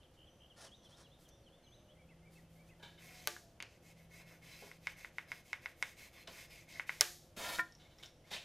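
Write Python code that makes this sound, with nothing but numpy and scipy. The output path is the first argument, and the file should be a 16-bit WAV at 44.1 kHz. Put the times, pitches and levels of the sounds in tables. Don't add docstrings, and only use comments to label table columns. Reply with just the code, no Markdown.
import sys
import numpy as np
from scipy import signal
from scipy.fft import rfft, irfft
from scipy.io import wavfile
from scipy.ndimage import uniform_filter1d

SR = 44100
rng = np.random.default_rng(int(sys.argv[2]) if len(sys.argv) > 2 else 0)


def transcribe(signal):
    frames = np.atleast_2d(signal).T
    limited = np.clip(frames, -1, 1)
    pcm = np.round(limited * 32767).astype(np.int16)
    wavfile.write(sys.argv[1], SR, pcm)


def gain_from_db(level_db):
    decades = np.asarray(level_db, float) / 20
    return 10 ** decades


N = 372204
T = np.arange(N) / SR


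def level(x, db):
    return x * gain_from_db(db) / np.sqrt(np.mean(x ** 2))


def colour(x, points):
    hz, db = np.transpose(points)
    f = np.log(np.fft.rfftfreq(len(x), 1 / SR) + 1)
    return irfft(rfft(x) * gain_from_db(np.interp(f, np.log(hz), db, left=-60, right=-60)), len(x))


def ring(x, hz, t60):
    r = np.exp(-np.log(1000) / (max(t60, 1e-3) * SR))
    w = 2 * np.pi * hz / SR
    return signal.lfilter([0, np.sin(w)], [1, -2 * r * np.cos(w), r * r], x)


def walk(rate):
    k = int(SR / rate)
    held = np.repeat(rng.standard_normal(N // k + 1), k)
    return level(uniform_filter1d(held, k)[:N], 0)


def add(out, s, x):
    i = int(s * SR)
    out[i:i + len(x)] += x[:N - i]


def blow(contact_s, size=SR // 4):
    t = np.arange(size) / SR / max(contact_s, 2 / SR)
    push = np.sin(np.pi * t) * (t < 1)
    return push / push.sum()


def click(points, spread_s, size=4096):
    hz, db = np.transpose(points)
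    f = np.log(np.fft.rfftfreq(size, 1 / SR) + 1)
    cepstrum = irfft(np.interp(f, np.log(hz), db) * np.log(10) / 20)
    cepstrum[1:size // 2] *= 2
    cepstrum[size // 2 + 1:] = 0
    u = T[:size // 8] / spread_s
    spray = 0.49 * rng.standard_normal(len(u)) * u * np.exp(-u)
    spray[0] = 1
    x = np.convolve(irfft(np.exp(rfft(cepstrum))), spray)
    return x / np.abs(x).max()


def grit(rate, spread_db):
    caught = rng.random(N) < rate / SR
    catches = caught * gain_from_db(spread_db * rng.exponential(size=N)) * rng.standard_normal(N)
    return level(catches, -1.4) + level(rng.standard_normal(N), -0.58)


def patchy(x, rate, depth_db=1.3):
    edges = [(1500, 3200), (3200, 5500), (5500, 9000), (9000, 15000)]
    bands = (signal.sosfilt(signal.butter(1, e, "band", fs=SR, output="sos"), x) for e in edges)
    return x + sum(b * (gain_from_db(depth_db * walk(rate)) - 1) for b in bands)


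def swipe(u, fastest):
    warp = np.log(.5) / np.log(np.clip(fastest, .1, .9))
    return np.sin(np.pi * u ** warp).clip(0)


def whines(rows, rate, depth_db):
    out, swell = np.zeros(N), gain_from_db(depth_db * walk(rate))
    for s, length, start_hz, end_hz, db in rows:
        u = np.linspace(0, 1, int(length * SR))
        pitch = start_hz + (end_hz - start_hz) * u
        tone = np.sin(2 * np.pi * np.cumsum(pitch) / SR)
        add(out, s, gain_from_db(db + 6.5) * np.sin(np.pi * u) ** 0.24 * tone)
    return out * swell


def drone():
    # start in seconds, length in seconds, pitch in Hz, level in dB.
    loads = [
        (.75, 0.69, 152.3, -73.5),
        (1.92, 1.48, 165.2, -63),
        (3.76, 1.29, 165.3, -64.5),
        (5.1, 0.32, 162.2, -67.5),
        (6.3, 2, 157.7, -70.5),
    ]
    out, wobble, swell = np.zeros(N), 1 + 0.003 * walk(12), gain_from_db(1.3 * walk(4))
    edge_s, sag_hz_per_s = 0.015, 1.16
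    for s, length, hz, db in loads:
        t, i = T[:int(length * SR)], int(s * SR)
        shape = np.minimum(1, np.minimum(t, length - t) / edge_s) * swipe(t / length, 0.31) ** 0.2
        pitch = (hz - sag_hz_per_s * t) * wobble[i:i + len(t)]
        add(out, s, gain_from_db(db + 1.0) * shape * np.sin(2 * np.pi * np.cumsum(pitch) / SR))
    return out * swell


def shop():
    # frequency in Hz, level in dB per Hz.
    tone = [(12, -32.5), (20, -4.5), (120, 1), (193, -4.5), (388, -12), (527, -6), (1030, -19.5),
            (1480, -21), (2320, -25), (3160, -21.5), (3950, -29), (6010, -29.5), (7310, -33.5),
            (11400, -33), (16000, -37)]
    # start in seconds, length in seconds, start and end in Hz, level in dB.
    far_whines = [
        (1.05, .2, 550, 550, -80),
        (1.32, 0.32, 555, 552, -75.5),
        (1.76, 0.23, 612, 604, -82.5),
        (1.9, 0.44, 527, 512, -81),
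        (2.991, 0.26, 758, 722, -76.5),
        (3.404, 0.21, 675, 675, -76),
    ]
    # frequency in Hz, level in dB, t60 in seconds.
    resonances = [(512, -83.0, 0.21), (340.0, -77.5, 0.092), (701, -84.5, 0.091), (67.0, -75.5, 0.21),
                  (122.0, -83.5, 0.29)]
    air = rng.standard_normal(N)
    hums = sum(level(ring(air, hz, t60), db) for hz, db, t60 in resonances)
    hiss = level(colour(rng.standard_normal(N), tone), -65.5) * gain_from_db(0.066 * walk(7.9))
    return hiss + hums + drone() + whines(far_whines, 14, 4.3)


def whistles(shape, rows):
    length, start, end = shape
    return [(s, length, start * hz, hz, end * hz, db) for s, hz, db in rows]


def bird(song, waver, trill_hz=0):
    out, shake = np.zeros(N), 1 + waver * walk(250)
    for s, length, *hz, db in song:
        u = np.linspace(0, 1, int(length * SR))
        beat = 2 * np.pi * u * length * trill_hz
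        pitch = np.polyval(np.polyfit([0, .5, 1], hz, 2), u) * shake[int(s * SR):][:len(u)]
        pitch = pitch * (1 - trill_hz * 0.00088 * np.cos(beat - .9))
        swell = np.sin(np.pi * u) ** 0.36 * (1 - trill_hz * 0.0083 * np.cos(beat))
        add(out, s, gain_from_db(db + 0.5) * swell * np.sin(2 * np.pi * np.cumsum(pitch) / SR))
    return out


def garden():
    # length in seconds, start and end pitch as ratios of the middle.
    fall, rise, hook, flick = (.034, 1.095, .905), (.042, .915, 1.13), (.05, .875, 1.025), (.024, .95, 1.05)
    held, slur, drop = (.044, 1.005, .99), (.075, .975, 1.02), (.04, 1.04, .94)
    dip = .024, 1.04, .96
    # start in seconds, middle in Hz, level in dB.
    falls, rises, hooks, flicks = [(.002, 3030, -70), (.032, 3180, -70.5), (.268, 3160, -64),
                                   (0.498, 3080, -62), (0.663, 3100, -64), (.846, 3220, -62),
                                   (1.043, 3080, -65), (1.247, 3200, -68), (1.46, 3060, -65.5),
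                                   (1.66, 3120, -66)], [(0.715, 3440, -59), (.917, 3410, -63),
                                                  (1.715, 3580, -65.5)], [(1.105, 3550, -68.5), (1.308, 3530, -71),
                                                                 (1.515, 3420, -69), (1.882, 3200, -67.5)], [(7.85, 2200, -67),
                                                                                (7.995, 2200, -64.5),
                                                                                (8.24, 2100, -68)]
    # start in seconds, pitch in Hz, level in dB.
    holds, dips = [(1.15, 3600, -77), (1.355, 3540, -77), (1.56, 3610, -78), (1.77, 3710, -77),
                   (1.905, 3300, -78)], [(1.025, 4050, -71), (1.435, 4330, -77), (1.635, 4200, -69.5)]
    # start in seconds, middle in Hz, level in dB.
    slurs, drops = [(.27, 6020, -80.5), (.74, 6040, -78), (1.25, 6000, -82), (1.45, 4240, -90),
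                    (1.53, 2120, -87), (1.625, 6230, -78), (1.625, 2320, -83), (1.04, 4000, -85)], [(.36, 5900, -86), (.812, 5700, -77), (.83, 4130, -77), (1.3, 5780, -76),
                                   (1.705, 6150, -77)]
    # start in seconds, length in seconds, start, middle and end in Hz, level in dB.
    trills = [
        (.171, 0.084, 3026, 2950, 3130, -66.5),
        (.401, 0.068, 3010, 3020, 3060, -64),
    ]
    # shape, seconds before its last note, middle in Hz, level in dB.
    phrase = [(held, .152, 2110, -75.5), (held, .118, 2270, -70), (flick, 0.017, 2610, -68), (fall, 0, 2060, -69)]
    # time of the last note in seconds, level in dB.
    phrases = [
        (2.104, 1),
        (2.371, 2.5),
        (2.706, 2),
    ]
    song = whistles(fall, falls) + whistles(rise, rises) + whistles(hook, hooks)
    song += whistles(flick, flicks) + whistles(held, holds) + whistles(dip, dips)
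    for shape, early, hz, db in phrase:
        song += whistles(shape, [(s - early, hz, db + d) for s, d in phrases])
    near = bird(song, 0.021) + bird(trills, 0.0089, trill_hz=73)
    far = bird(whistles(slur, slurs) + whistles(drop, drops), 0.0089)
    t = T[:SR]
    echoes = rng.standard_normal(len(t)) * np.exp(-np.log(1000) * t / .75) * (t > .012)
    wet = signal.fftconvolve(gain_from_db(-7.0) * near + gain_from_db(3.5) * far, echoes / np.linalg.norm(echoes))[:N]
    return near + far + wet


def room(x):
    # frequency in Hz, t60 in seconds.
    decay = [(300, 0.23), (1500, 0.26), (5000, 0.52), (12000, 0.48)]
    t, tail = T[:SR], 0
    centres, t60s = np.transpose(decay)
    for hz in 150 * 2. ** np.arange(7):
        octave = [(hz / 2, -30), (hz / 1.4, 0), (hz * 1.4, 0), (hz * 2, -30)]
        band = level(colour(rng.standard_normal(SR), octave), 0)
        tail = tail + band * hz ** 0.17 * np.exp(-np.log(1000) * t / np.interp(hz, centres, t60s))
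    tail = tail * np.clip(t / 0.0019, 0, 1)
    tail = tail / np.linalg.norm(tail) * gain_from_db(-11.0)
    bench = colour(rng.standard_normal(SR), [(200, -8.5), (3000, 4.5), (16000, -6)])
    bench = bench * np.exp(-t / 0.0093) * np.clip(t / 0.0025, 0, 1)
    tail += bench / np.linalg.norm(bench) * gain_from_db(-11.5)
    return signal.fftconvolve(x, tail)[:N]


def handling():
    # start in seconds, length in seconds, place of the fastest moment 0-1, level in dB.
    nudges = [
        (0.557, 0.13, 0.59, -56.5),
        (0.818, .06, .5, -71),
        (.885, 0.078, 0.34, -69),
        (0.962, 0.082, 0.43, -63.5),
    ]
    # start in seconds, rise in seconds, fade in seconds, level in dB.
    crushes = [
        (8.309, .004, 0.049, -47.5),
        (8.327, 0.019, 0.032, -43.5),
    ]
    # frequency in Hz, level in dB per Hz.
    nudge_tone, crush_tone = [(250, -11), (600, 1.5), (1750, -6.5), (2250, -13), (3700, -8.5), (5800, -4),
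                              (7300, -11.5), (10500, -11), (11300, -22), (16000, -33)], [(300, -27), (650, -7), (1050, -21), (1800, -3), (2800, 0),
                                             (3700, 0), (5000, -9), (9000, -16.5), (16000, -36)]
    nudge, crush, t = np.zeros(N), np.zeros(N), T[:SR // 4]
    for s, length, fastest, db in nudges:
        add(nudge, s, gain_from_db(db) * swipe(np.linspace(0, 1, int(length * SR)), fastest) ** .8)
    for s, rise_s, fade_s, db in crushes:
        add(crush, s, gain_from_db(db) * (1 - np.exp(-t / rise_s)) * np.exp(-t / fade_s))
    force = grit(3000, 2) * gain_from_db(1.5 * walk(90))
    return level(colour(force, nudge_tone), 0) * nudge + level(colour(force, crush_tone), 0) * crush


def moves():
    # start and length in seconds, fastest moment 0-1, level in dB, wood ring in dB above that.
    drags = [
        (.558, 0.12, 0.4, -76.5, 17),
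        (.8, .25, 0.81, -83, 12),
        (7.364, 0.2, 0.5, -47.5, 4.5),
        (7.405, 0.16, 0.6, -65.5, 19.5),
        (7.52, 0.095, 0.73, -52.5, -24),
    ]
    scuffs = [(.13, 0.055, 0.31, -78, -20), (2.67, 0.053, 0.22, -76, -12), (2.795, 0.087, 0.2, -85, -20),
              (2.823, 0.27, 0.079, -69, -18), (7.78, 0.65, 0.081, -74, -30),
              (7.978, 0.065, 0.33, -70.5, -21), (8.025, 0.1, 0.18, -61.5, -34),
              (8.23, 0.11, 0.53, -68, -20), (8.305, 0.12, 0.2, -52.5, -28), (8.37, 0.12, 0.46, -66, -30)]
    brushes = [
        (1.185, 0.11, 0.31, -79, 5),
        (1.278, 0.031, 0.45, -76, 1),
        (2.305, 0.18, 0.28, -77, 2),
        (2.49, 0.52, 0.14, -84, -10),
    ]
    out = np.zeros((3, N))
    # sheen in dB above the scrape, how sharply level follows speed
    for rows, sheen_db, power in ((drags, -3.6, 0.37), (scuffs, -9, 1.8), (brushes, 4.5, 1.5)):
        for s, length, fastest, db, ring_db in rows:
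            speed = swipe(np.linspace(0, 1, int(length * SR)), fastest) ** power
            for layer, d in zip(out, (db, db + ring_db, db + sheen_db)):
                add(layer, s, gain_from_db(d) * speed)
    return out


def strip():
    modes_hz = [328, 705, 1017, 1400, 1820, 2280, 2670, 3095, 3408, 3784, 4420, 4860, 5410]
    # level when knocked in dB, level when dragged in dB, t60 in seconds.
    modes = [(-11, -7, .18), (-15, -3, .15), (-8, -2, .14), (-2.5, -1, .11), (.5, 0, .1), (-11, -3, .07),
             (-27, -11, .06), (-29, -12, .05), (-27, -8, .04), (-29, -4, .03), (-34, -9, .05),
             (-36, -9, .05), (-38, -7, .03)]
    # frequency in Hz, level in dB per Hz.
    scrape_tone, sheen_tone = [(120, -62), (200, -21), (694, 0.5), (1250, -6), (1830, -0.5), (2900, -4),
                               (3730, 0.5), (4300, -5), (7500, -13), (9750, -51), (16500, -120)], [(4120, -17), (7000, -15), (12600, -15), (14600, -21),
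                                               (16000, -26)]
    # start in seconds, ring in dB, thock in dB.
    knocks = [
        (7.5866, -40, -24),
        (7.5928, -24.5, -20),
    ]
    scrape, wood, sheen = moves()
    force = grit(4000, 1.5)
    sung = sum(level(ring(force * wood, hz, 1.8 * t60), db) for hz, (_, db, t60) in zip(modes_hz, modes))
    rub = level(colour(force, scrape_tone), 0.19) * scrape + level(colour(force, sheen_tone), -0.54) * sheen
    out = patchy(rub, 24)
    out += sung * np.sqrt(np.mean(wood ** 2)) * gain_from_db(-15.0)
    push = blow(0.00023)
    knock = sum(gain_from_db(db) * ring(push, hz, 0.94 * t60) for hz, (db, _, t60) in zip(modes_hz, modes))
    knock = np.diff(knock, prepend=0) * SR / (2 * np.pi * 1600)
    knock *= 1 - np.exp(-T[:len(knock)] / 0.00067)
    thock = ring(blow(0.00028), 1680, 0.0072)
    far = out.copy()
    for s, db, thock_db in knocks:
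        add(out, s, gain_from_db(db) * knock + gain_from_db(thock_db) * thock)
        add(far, s, gain_from_db(db - 5.5) * knock + gain_from_db(thock_db) * thock)
    return out, far


def ticks():
    # start in seconds, peak in dB, pitch in Hz.
    rows = [(0.0326, -57, 3350), (0.9722, -57, 5230), (1.29, -56, 6130), (1.7674, -66, 3740),
            (1.794, -65, 3670), (2.798, -64, 3090), (7.6777, -62, 3310), (7.723, -51, 5440),
            (7.751, -50.5, 5620), (7.986, -53, 5530), (7.998, -60, 5530), (8.06, -47, 5500),
            (8.267, -65, 5600), (8.327, -44, 3800), (8.337, -36.5, 3720), (8.339, -40, 1850),
            (8.345, -40, 646), (8.365, -37, 2620)]
    out, far = np.zeros((2, N))
    for s, db, hz in rows:
        add(out, s, gain_from_db(db + 3.0) * ring(blow(.00006), hz, 0.0059))
        add(far, s, gain_from_db(db + 7.5) * ring(blow(.00006), hz, 0.0062))
    return out, far


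def bumps():
    # start in seconds, peak in dB, pitch in Hz, crackle in dB.
    shoves = [
        (4.622, -34, 480, -46),
        (6.277, -35.5, 684, -8.5),
        (7.371, -30.5, 380, -44),
        (8.314, -35.5, 610, -5.5),
    ]
    dull, t = np.zeros(N), T[:SR // 4]
    for s, db, hz, crackle_db in shoves:
        shove = rng.standard_normal(len(t)) * np.exp(-t / 0.039)
        body = 0.2 * ring(shove, 0.44 * hz, 0.0017) + ring(shove, hz, 0.022)
        body += 2.8 * ring(shove, 1.44 * hz, 0.0064)
        add(dull, s, gain_from_db(db - 13.5) * body / np.abs(body).max())
        crackle = ring(shove, 4050, 0.0012) + ring(shove, 2170, 0.0013)
        add(dull, s, gain_from_db(db + crackle_db - 1.5) * crackle / np.abs(crackle).max())
    return dull


def touches():
    # start in seconds, peak in dB, brightness in dB per octave.
    dabs = [
        (3.6029, -29.5, 0.5),
        (3.6250, -31.5, 9),
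    ]
    # start in seconds, level in dB, fade in seconds, brightness in dB per octave.
    presses = [(2.797, -66.5, 0.022, -13), (2.827, -58.5, 0.015, 0.5), (2.839, -58, 0.059, -1.5),
               (2.976, -72, .03, 4.5), (6.272, -65, .007, 7), (7.797, -81.5, 0.055, 14),
               (7.904, -80, 0.029, 7), (7.986, -83, 0.011, 10), (8.026, -75, 0.021, 13.5)]
    # frequency in Hz, level in dB, t60 in seconds.
    dab_modes, grain = [(2240, 8.5, 0.0041), (1620, -10, 0.0045), (3500, -5.5, 0.0056), (4580, -5.5, .004),
                        (6540, -5.5, 0.0024), (8500, -14, 0.0025), (11000, -16, 0.0019)], [(624, -16, 0.072), (942, -4, 0.065), (1660, 2.5, 0.034),
                                     (2310, 0.5, 0.027), (3060, 1.5, .012), (3560, 1, 0.017),
                                     (3810, 1.5, 0.015), (4140, -26, 0.017)]
    out, far, t = np.zeros(N), np.zeros(N), T[:SR // 4]
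    push = blow(.00007)
    for s, db, tilt_db in dabs:
        dab = sum(gain_from_db(d + tilt_db * np.log2(hz / dab_modes[0][0])) * ring(push, hz, t60)
                  for hz, d, t60 in dab_modes)
        add(out, s, gain_from_db(db) * dab * (1 - np.exp(-t / 0.0006)))
        add(far, s, gain_from_db(db + 2.5) * ring(push, 2630, 0.0036))
        add(far, s, gain_from_db(db + tilt_db - 6) * ring(blow(.00005), 4500, .0008))
    for s, db, fade_s, tilt_db in presses:
        crunch = rng.standard_normal(len(t)) * np.exp(-t / fade_s) * (1 - np.exp(-t / 0.0011))
        fibres = sum(level(ring(crunch, hz, t60), db + d + tilt_db * np.log2(hz / grain[2][0]) - 17.0)
                     for hz, d, t60 in grain)
        add(out, s, fibres)
        add(far, s, fibres)
    return out, far


def snaps():
    # start in seconds, peak in dB, table ring in dB.
    strikes = [
        (3.273, -16, -30),
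        (7.0091, -8, -36.5),
    ]
    # frequency in Hz, level in dB per Hz.
    slap, clack, sideways = [(180, -41), (500, -10), (1450, -2.5), (2240, 0.5), (2830, -3), (3710, -9),
                             (4470, 4), (5030, -6), (6370, .6), (7800, -19), (10700, -2.5), (14600, -8),
                             (17000, -21.5)], [(180, -67), (300, -34.5), (686, -6.5), (1140, -25), (2020, -11),
                                           (3470, -13), (5470, -7.5), (6700, -24.5), (7290, -2.5),
                                           (9550, 1.5), (13800, -14.5), (15300, -37), (17000, -32.5)], [(180, -40), (500, -13), (1600, 3.5), (3500, -1),
                                                          (5500, 1), (9000, -3), (14500, -2), (17000, -26)]
    # frequency in Hz, level in dB, t60 in seconds.
    barrel_modes = [(5550, 9, 0.0026), (2080, -17, 0.014), (6300, -2.5, 0.0041), (4700, -7.5, 0.0031),
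                    (9800, -3, 0.0018), (11050, -19.5, 0.012), (15200, -7.5, .004), (4100, -18.5, 0.0067)]
    table_hz = [348, 440, 587, 718, 860, 1179, 1520]
    # level in dB, t60 in seconds.
    table = [(-2, 0.42), (5, 0.092), (2.5, 0.15), (-5.5, 0.45), (-5, 0.15), (1, 0.16), (6.5, 0.059)]
    out, far, t = np.zeros(N), np.zeros(N), T[:SR // 4]
    iron = sum(gain_from_db(d) * ring(blow(0.00015), hz, t60) for hz, (d, t60) in zip(table_hz, table))
    contacts = gain_from_db(3.0) * click(slap, 0.00016), gain_from_db(-2.5) * click(clack, .00005)
    for (s, db, table_db), contact in zip(strikes, contacts):
        add(out, s + .0006, gain_from_db(db) * contact)
        add(far, s + .0006, gain_from_db(db + 5.5) * click(sideways, .00002))
        add(out, s + 0.001, gain_from_db(db + table_db - 3.0) * iron)
        add(far, s + 0.0008, gain_from_db(db + table_db - 3.0) * iron)
    s, db, _ = strikes[1]
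    barrel = sum(gain_from_db(d) * ring(blow(.00005), hz, t60) for hz, d, t60 in barrel_modes)
    add(out, s + 0.00056, gain_from_db(db + 3.0) * barrel * (1 - np.exp(-(t / 0.00035) ** 2)))
    return out, far


def taps():
    # start in seconds, peak in dB, pitch in Hz, crack in dB.
    falls = [(3.364, -37.5, 1660, -17), (4.714, -39.5, 2120, -9), (4.87, -22.5, 2216, -11),
             (5.046, -31.5, 2080, -26), (5.183, -25, 2130, -16.5), (5.317, -26.5, 2150, -12.5),
             (5.53, -23, 2170, -12.5), (5.658, -26, 2130, -17), (5.825, -19.5, 2170, -6),
             (6.275, -48, 1760, 7.5), (6.796, -23, 2130, -22.5), (6.893, -21, 2130, -35.5),
             (8.034, -38, 3120, -2.5)]
    # ratio to the pitch, level in dB, t60 in seconds.
    tip = [(0.99, -1.5, 0.013), (0.75, -4, 0.0076), (0.92, -1.5, 0.009), (1.17, -25, 0.01),
           (1.24, -28.5, 0.0055), (1.68, -12, .006), (0.58, -20.5, 0.006), (0.5, -12, 0.0081)]
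    # frequency in Hz, level in dB per Hz.
    crack_tone = [(180, -64.5), (700, -28), (2000, -20), (3000, -15), (3650, 2), (4300, -12.5), (5100, 1),
                  (6500, -7), (10000, -14.5), (15300, -30.5), (17000, -49)]
    out, far, t = np.zeros(N), np.zeros(N), T[:SR // 4]
    push = np.convolve(blow(0.000089), [1, *np.zeros(9), -1])[:len(t)]
    for s, db, hz, crack_db in falls:
        body = sum(gain_from_db(d) * ring(push, hz * ratio, t60) for ratio, d, t60 in tip)
        add(out, s + 0.0008, gain_from_db(db - 6.0) * body * (1 - np.exp(-t / 0.00056)))
        crack = gain_from_db(db + crack_db + 2.0) * click(crack_tone, .00005)
        add(out, s + 0.00111, crack)
        add(far, s + .0008, crack)
        add(far, s + 0.00078, gain_from_db(db - 12.5) * body)
        add(far, s + .0008, gain_from_db(db - 22.5) * ring(push, 1.21 * hz, 0.0066))
    return out, far


def hits():
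    bright = np.array(taps()) + snaps() + ticks()
    high_pass = signal.butter(2, 450, "high", fs=SR, output="sos")
    return signal.sosfilt(high_pass, bright) + bumps()


def pencil():
    # start in seconds, hiss in dB, wood ring in dB, fastest moment 0-1.
    strokes = [(2.969, -63.5, -65, 0.38), (3.678, -74.5, -81, 0.47), (3.796, -68.5, -74.5, 0.59),
               (3.944, -73, -72.5, 0.3), (4.078, -63, -63, 0.65), (4.24, -68, -66, 0.43),
               (4.397, -62, -63, 0.4), (4.79, -64.5, -69, 0.67), (4.949, -64, -63, 0.34),
               (5.108, -71.5, -78, 0.6), (5.257, -65, -62, 0.44), (5.427, -68, -83, 0.48),
               (5.594, -67.5, -65.5, 0.44), (5.74, -65.5, -70, 0.63), (5.949, -61, -65, 0.4),
               (6.104, -64, -68, 0.5), (6.257, -60.5, -61.5, 0.6), (6.477, -63.5, -64.5, 0.37),
               (6.661, -61, -62, 0.37), (6.85, -60.5, -70, 0.33)]
    stroke_treble = [-1.5, -4, -1.5, -1.5, -1.5, -1.5, -3.5, -.6, -1.5, -1.5, -.6, -.6, -1.5, 2, -1, -1.5,
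                     0, -1.5, -4, -1.5]
    # frequency in Hz, level in dB per Hz.
    hiss_tone, treble_tone = [(410, -52.5), (700, -19), (819, -20.5), (1080, -20), (1280, -45.5),
                              (2160, -4), (3320, -12.5), (4050, -13.5), (6570, -13.5), (8300, -18.5),
                              (10000, -27.5), (16000, -49)], [(7600, -21.5), (8700, -10), (9950, -5), (10800, 0),
                                                (11500, 1.5), (12600, 0.5), (14800, -3.5), (16000, -22.5)]
    # frequency in Hz, width in Hz, level in dB.
    modes = [(2190, 80, 7), (2690, 120, -1), (4110, 35, -7), (699, 43, 1), (3560, 50, -8), (5180, 100, -5),
             (6470, 120, -9), (1900, 200, -2), (2420, 200, -1)]
    # start in seconds, length in seconds, start and end in Hz, level in dB.
    squeaks = [
        (3.19, .03, 4110, 4090, -78),
        (4.5, 0.078, 3950, 4110, -72),
        (5.97, 0.1, 4100, 4120, -74),
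        (6.17, 0.078, 4200, 4120, -78),
        (6.3, 0.12, 4110, 4110, -76),
    ]
    lifts_at_s, longest_s, overlap_s, flicker_db = 7.03, 0.45, 0.0085, 3
    hiss, wood, treble, pace = np.zeros((4, N))
    turns = [row[0] for row in strokes[1:]] + [lifts_at_s]
    for (s, hiss_db, wood_db, fastest), treble_db, turn in zip(strokes, stroke_treble, turns):
        length = min(turn - s, longest_s) + overlap_s
        u = np.linspace(0, 1, int(length * SR))
        speed = swipe(u, fastest)
        lift = np.minimum(1, np.pi * np.minimum(u, 1 - u) * length / .09)
        add(hiss, s, gain_from_db(hiss_db) * lift ** 2.2 * speed ** 0.77)
        add(treble, s, gain_from_db(hiss_db + treble_db) * lift ** 1.8 * speed ** 0.68)
        add(wood, s, gain_from_db(wood_db) * speed ** 0.99)
        add(pace, s, speed)
    flutter = gain_from_db(2.4 * walk(40))
    force = grit(4000, 1.5)
    body = sum(level(ring(force, hz, 1.6 / width), db) * gain_from_db(flicker_db * walk(8.2)) for hz, width, db in modes)
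    centre = 3710 + 1530 * pace + 250 * walk(11.0)
    rasp = level(walk(260) * np.sin(2 * np.pi * np.cumsum(centre) / SR), -15) * pace ** 2.1
    rub = (level(colour(force, hiss_tone), 2.17) + rasp) * hiss
    rub += level(colour(force, treble_tone), -6.5) * treble
    return patchy(rub, 14) + level(body, -0.86) * wood * flutter + whines(squeaks, 90, flicker_db)


def scene():
    # frequency in Hz, level in dB per Hz.
    side_hiss = [(12, -48.5), (20, -2), (382, -6.5), (519, -5), (1300, -12), (5380, -11), (10500, -11.5),
                 (15500, -17.5)]
    rubs = pencil() + handling()
    wood, wood_far = strip()
    blows, blows_far = hits()
    touch, touch_far = touches()
    near = rubs + wood + blows + touch
    wet = room(rubs + gain_from_db(-3.5) * wood_far + blows_far + gain_from_db(1.0) * touch_far)
    smear = rng.standard_normal(SR // 20) * np.exp(-T[:SR // 20] / 0.0068)
    side = gain_from_db(-25.5) * signal.fftconvolve(wet + gain_from_db(-13.5) * near, smear / np.linalg.norm(smear))[:N]
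    side += level(colour(rng.standard_normal(N), side_hiss), -81.5)
    mid = near + wet + garden() + shop()
    return np.array([mid + side, mid - side])


def roll_off(x):
    return signal.sosfilt(signal.butter(12, 17100, fs=SR, output="sos"), x)


def record(dry):
    # frequency in Hz, rise in dB.
    gate = [(11800, -15), (12500, 0), (13500, 1), (15000, -0.5), (15700, 8), (16000, 38)]
    dry = signal.sosfilt(signal.ellip(8, .2, 60, 16700, fs=SR, output="sos"), dry)
    hz, _, z = signal.stft(dry, SR, nperseg=1024)
    width = 16
    both = np.abs(z[:, :-1]).sum(axis=0) ** 2
    power = both.reshape(-1, width, z.shape[2]).mean(axis=1)
    margin = gain_from_db(np.interp(hz[width // 2::width], *np.transpose(gate), left=-99)) ** 2
    keep = power > (margin * np.percentile(power, 20, axis=1))[:, None]
    z[:, :-1] *= np.repeat(keep, width, axis=0)
    mix = signal.istft(z, SR, nperseg=1024)[1][:, :N]
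    return roll_off(mix)


dry = scene()
out = record(dry)
transcribe(out)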